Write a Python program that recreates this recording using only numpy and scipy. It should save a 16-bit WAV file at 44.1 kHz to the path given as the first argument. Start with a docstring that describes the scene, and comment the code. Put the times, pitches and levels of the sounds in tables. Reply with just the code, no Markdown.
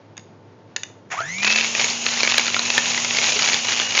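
"""Indoors, in a quiet room, with the microphone close to two rollers on a wooden frame.
Over a dull rumble come a light tap and the two clicks of a switch. A small geared motor grinds
briefly and spins up, its gears whining through their housing as it turns the rollers. Two metal
cans ride on them; the stones inside tumble and knock on the walls in clumps, making them ring.
The room gives the clicks and knocks a short tail."""
import sys
import numpy as np
from scipy import signal
from scipy.fft import rfft, irfft
from scipy.io import wavfile

SR = 44100
rng = np.random.default_rng(int(sys.argv[2]) if len(sys.argv) > 2 else 0)


def pcm_store(signal):
    """Save signal as 16-bit PCM."""
    levels = np.round(np.clip(np.atleast_2d(signal), -1, 1) * 32767)
    wavfile.write(sys.argv[1], SR, levels.astype(np.int16).T)


N = 176400

# Vigour of the tumbling stones. Each row: time in seconds, level in dB.
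TUMBLE = [(1.38, -27.5), (1.45, -6.5), (1.62, -11), (1.72, -26), (1.82, -7.5), (2.0, -26), (2.08, -16.5),
          (2.3, -11.5), (2.42, -14.5), (2.66, -21), (2.76, -14), (2.9, -16), (3.13, -19.5), (3.2, -11),
          (3.5, -11), (3.62, -20), (3.7, -10.5), (3.9, -18), (4, -5)]


def amp(db):
    return 10 ** (np.asarray(db) / 20)


def rms_one(x):
    return x / np.sqrt(np.mean(x ** 2) + 1e-20)


def in_time(rows, before_db=None):
    s, db = np.transpose(rows)
    return np.interp(np.arange(N) / SR, s, db, left=before_db)


def level_at(spectrum, hz):
    at, db = np.transpose(spectrum)
    return np.interp(np.log(hz), np.log(at), db)


def drift(rate_hz):
    """Slow random wander, spread 1."""
    r = np.exp(-80 * np.pi * rate_hz / SR)
    slow = signal.lfilter([1], [1, -2 * r, r * r], rng.standard_normal(N // 40 + 2002))[2000:]
    return np.interp(np.arange(N) / 40, np.arange(len(slow)), rms_one(slow))


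def noise(spectrum):
    """Noise shaped to a spectrum, flat above 7 kHz; rms 1."""
    hz = np.clip(np.fft.rfftfreq(N, 1 / SR), 1, 7000)
    return rms_one(irfft(rfft(rng.standard_normal(N)) * amp(level_at(spectrum, hz)), N))


def ring(x, hz, t60):
    """A unit click sets a sine of height 1 ringing."""
    r, w = amp(-60 / (t60 * SR)), 2 * np.pi * hz / SR
    return signal.lfilter([0, np.sin(w)], [1, -2 * r * np.cos(w), r * r], x + 1e-18)


def blows(s, db, main_hz, colour, cycles, main_db, scatter_db, main_cycles=48, spread_s=.0012):
    """Each blow starts a main ring and 30 scattered ones, 60 dB down after their cycles; it peaks at db."""
    out, t = np.zeros(N + SR), np.arange(2000) / SR
    for start, peak_db, main, (detune, gain, lag) in zip(s, db, main_hz, rng.random((len(s), 3, 30))):
        hz = np.geomspace(400, 7200, 30) * (1 + 0.22 * (detune - .5))
        level = np.append(level_at(colour, hz) + scatter_db * (2 * gain - 1), main_db)
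        life = np.append(np.full(30, cycles), main_cycles)
        delay = np.append(spread_s * lag ** 2, 0)
        age = np.maximum(t - delay[:, None], 0) * np.append(hz, main)[:, None]   # in cycles
        wave = amp(level) @ (amp(-60 * age / life[:, None]) * np.sin(2 * np.pi * age))
        i = int(start * SR)
        out[i:i + len(t)] += amp(peak_db) * wave / np.abs(wave).max()
    return out[:N]


def room_floor():
    """Room tone: a dull lumpy rumble with two wavering hums."""
    # Colour of the rumble. Each row: frequency in Hz, relative density in dB.
    colour = [(53, -32), (90, -7), (170, -7.5), (241, -10), (447, -10.5), (831, -18.5), (1170, -22.5),
              (7000, -41.5)]
    # Faint hums. Each row: pitch in Hz, level in dB.
    tones = [(104, -50.5), (895, -60.5)]
    t = np.arange(N) / SR
    hums = sum(amp(db + 1.2 * drift(6.5)) * np.sin(2 * np.pi * hz * t + 0.27 * drift(11))
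               for hz, db in tones)
    return amp(-47 + drift(6.6)) * noise(colour) + hums


def clicks():
    """The tap and the switch clicks ring a small hard body."""
    # Tap and clicks. Each row: start in seconds, peak in dB.
    hits = [(0.1684, -28), (.177, -21), (.1945, -32), (.7622, -6), (0.7648, -12), (0.8336, -11)]
    # How strongly the switch body rings. Each row: frequency in Hz, relative level in dB.
    body = [(680, -26), (1230, -20), (1650, -6.5), (2300, -2.5), (3560, -1.5), (4300, -3), (5370, -1.5),
            (6500, 7.5)]
    s, db = np.transpose(hits)
    x = blows(s, db, np.full(len(s), 3560.), body, cycles=55, main_db=3, scatter_db=4)
    return signal.sosfilt(signal.butter(2, 550, "high", fs=SR, output="sos"), x)


def room(x, t60=0.36):
    """Reflections from the walls merge into a dying noise tail."""
    t = np.arange(SR // 2) / SR
    tail = rng.standard_normal(len(t)) * amp(-60 * t / t60) * np.minimum(t / 0.0067, 1)
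    return signal.fftconvolve(x, tail / np.sqrt(np.sum(tail ** 2)))[:N]


def motor(start_s=1.09, spinup_s=.17, full_hz=235.6, creep_hz_per_s=1.3):
    """The rotor spins up, then creeps faster, sounding one cycle a turn and driving the gears."""
    # Rotor tone. Each row: time in seconds, level in dB.
    levels = [(1.15, -46), (1.3, -40), (1.5, -34.5), (1.75, -39), (2.8, -36.5), (4, -42)]
    running_s = np.maximum(np.arange(N) / SR - start_s, 0)
    speed = 1 - np.exp(-running_s / spinup_s)
    rotor_hz = (full_hz + creep_hz_per_s * running_s) * speed
    turns = np.cumsum(rotor_hz) / SR
    rotor = amp(in_time(levels, -120) + drift(24)) * np.sin(2 * np.pi * turns)
    return rotor + gear_whine(turns, speed) + gear_overtones(turns, speed, rotor_hz)


def gear_whine(turns, speed, swell_db=8, swell_s=.3):
    """Meshing teeth whine through the resonant housing, rough at low speed and louder under load."""
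    # Gear partials. Each row: multiple of rotor speed, relative level in dB, top of its swell in seconds.
    partials = [(10.95, -9, 2.8), (11.5, -14, 3.1), (12.0, 0, 3.85), (12.51, -8, 3.4)]
    # Load on the gears. Each row: time in seconds, gain of the whine in dB.
    load = [(1.1, -70), (1.13, -40), (1.18, -41), (1.25, -38), (1.38, -30.5), (1.5, -26.5), (1.7, -47.5),
            (2.5, -43), (4, -42)]
    # Gearbox resonances. Each row: centre in Hz, width in Hz, gain over the plain whine in dB.
    housing = [(720, 280, -3.5), (1260, 200, 16.5), (2010, 76, 3), (2620, 180, 7.5)]
    t, mesh = np.arange(N) / SR, np.zeros(N)
    for multiple, db, top_s in partials:
        swell = swell_db * np.exp(-((t - top_s) / swell_s) ** 2)
        flicker = drift(14) + 7.7 * (1 - speed) * drift(150)
        mesh += amp(db + swell + flicker) * np.sin(2 * np.pi * multiple * (turns + .002 * drift(80)))
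    resonances = sum(amp(db) * signal.lfilter(*signal.iirpeak(hz, hz / width, fs=SR), mesh)
                     for hz, width, db in housing)
    return amp(in_time(load, -120)) * (mesh + resonances)


def gear_overtones(turns, speed, rotor_hz):
    """High overtones of the whine sound while the motor strains up to speed."""
    # Overtones. Each row: multiple of rotor speed, relative level in dB.
    overtones = [(24, -20), (36, -17), (48, -16)]
    # What the housing lets out. Each row: frequency in Hz, gain in dB.
    outlet = [(2600, -20), (3300, -2), (4500, -4), (4900, -25), (5900, 0)]
    strain = speed ** 3 * (1 - speed)
    out = np.zeros(N)
    for multiple, db in overtones:
        level = amp(db + level_at(outlet, multiple * rotor_hz + 1) + 3.6 * drift(150))
        out += level * np.sin(2 * np.pi * multiple * (turns + .004 * drift(120)))
    return strain * out


def roller_hiss(tumble_share=.25, mean_tumble_db=-18):
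    """Motor and rollers hiss, following a share of the tumbling's swing in level."""
    # Course of the hiss. Each row: time in seconds, base level in dB.
    levels = [(1.09, -55), (1.17, -49), (1.29, -27), (1.66, -16.5), (2.45, -18), (2.68, -15.5), (3.43, -15),
              (3.72, -18.5), (4.0, -17)]
    # Its colour. Each row: frequency in Hz, relative density in dB.
    colour = [(60, -45), (100, -13), (230, -15.5), (300, -17), (415, -12.5), (850, -9), (1600, -17.5),
              (2600, -3), (4500, -12), (6600, -2)]
    swing_db = tumble_share * (in_time(TUMBLE) - mean_tumble_db)
    return amp(in_time(levels, -120) + swing_db + 1.2 * drift(30)) * noise(colour)


def startup_grind(start_s=1.1, rise_s=0.04, fall_s=0.06):
    """A short rough burst as the motor gets going."""
    # Colour of the grind. Each row: frequency in Hz, relative density in dB.
    colour = [(400, -48), (580, -19), (654, -3), (871, -7), (2240, -4), (4440, -23.5), (7000, -11.5)]
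    age = np.maximum(np.arange(N) / SR - start_s, 0)
    swell = (1 - np.exp(-age / rise_s)) * np.exp(-age / fall_s)
    return amp(-13 + 2.8 * drift(45)) * swell * noise(colour)


def cans(ticks_per_s=300, ring_cycles=45):
    """Stones strike the can walls: loud knocks over clumps of small ringing ticks."""
    # Loudest knocks. Each row: start in seconds, peak in dB, main pitch in Hz.
    hits = [(1.431, -6.5, 2020), (1.446, -2, 2600), (1.474, -5, 2440), (1.559, -3.5, 2500),
            (1.586, -5.5, 2550), (1.61, -5.5, 2620), (1.75, -5.5, 2550), (1.796, -3.5, 2350),
            (1.843, -5.5, 2230), (2.064, -2.5, 2620), (2.205, -4.5, 2400), (2.232, -0.5, 2320),
            (2.25, -4.5, 2180), (2.275, -0.5, 2320), (2.321, -4, 2800), (2.343, -3.5, 2540),
            (2.38, -0.5, 2310), (2.457, -13, 2250), (2.48, -5, 2360), (2.544, -3, 2230), (2.565, -6, 1384),
            (2.593, -3, 4000), (2.652, -13, 2520), (2.702, -2, 2610), (2.779, 1.5, 1800), (2.857, -8, 2610),
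            (2.946, -7, 2230), (2.977, -7, 2030), (3.047, -3, 5900), (3.108, -7.5, 2680),
            (3.148, -7.5, 2280), (3.17, -5, 2120), (3.286, -8, 2380), (3.323, -2, 2440),
            (3.396, -9.5, 2350), (3.422, -4.5, 5170), (3.441, -9.5, 2380), (3.487, -1.5, 2250),
            (3.532, -1.5, 2330), (3.685, -5, 2960), (3.721, -5.5, 2080), (3.764, -9, 2870),
            (3.799, -2, 3280), (3.95, -6.5, 2280), (3.977, -2, 2240), (1.204, -16.5, 670),
            (1.384, -16, 3860), (1.4465, -9.5, 4950), (2.2325, -6, 4600), (1.502, -7.5, 2080),
            (1.645, -5, 2230), (2.3815, 2.5, 4034), (2.395, -4, 2320), (2.483, -12.5, 1390),
            (3.186, -2, 2220), (3.215, -5.5, 2200), (3.294, -4.5, 2370), (3.359, -13.5, 421),
            (3.543, -2, 3560)]
    # How strongly cans and stones ring. Each row: frequency in Hz, relative level in dB.
    body = [(400, -50), (800, -23), (1400, -16), (2300, -4), (3200, -4.5), (4200, -0.5), (5500, -4),
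            (7000, -3.5)]
    at = np.flatnonzero(rng.random(N) < ticks_per_s * amp(3 * drift(25)) / SR)
    size_db = 3 * np.minimum(rng.exponential(1, len(at)), 2)
    ticks = np.zeros(N)
    for hz in np.geomspace(400, 7200, 36):
        strength = amp(level_at(body, hz) + size_db + rng.normal(0, 4.5, len(at)))
        onsets = np.minimum(at + rng.integers(0, 30, len(at)), N - 1)
        kicks = np.zeros(N)
        kicks[onsets] = strength * rng.choice([-1, 1], len(at))
        ticks += ring(kicks, hz, ring_cycles / hz)
    rattle = amp(in_time(TUMBLE, -120) - 11) * rms_one(ticks)
    s, db, pitch = np.transpose(hits)
    knocks = blows(s, db, pitch, body, ring_cycles, main_db=8, scatter_db=8)
    return signal.sosfilt(signal.butter(4, 380, "high", fs=SR, output="sos"), knocks + rattle)


def scene():
    """The sound at one microphone, mostly direct; only the struck sounds reverberate."""
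    struck = clicks() + cans()
    drive = motor() + roller_hiss() + startup_grind()
    return (room_floor() + struck + amp(-12) * room(struck) + drive)[None]


def record(dry, overload=.76):
    """The microphone path loses bass and treble, the loudest peaks clip, the top is cut."""
    x = signal.sosfilt(signal.butter(8, 94, "high", fs=SR, output="sos"), dry)
    x = signal.sosfilt(signal.ellip(5, 1, 37, 6850, fs=SR, output="sos"), x)
    x = signal.sosfilt(signal.ellip(10, .5, 70, 9100, fs=SR, output="sos"), x)
    x = np.clip(x, -overload, overload)
    return signal.sosfilt(signal.cheby2(12, 70, 15900, fs=SR, output="sos"), x)


dry = scene()
out = record(dry)
pcm_store(out)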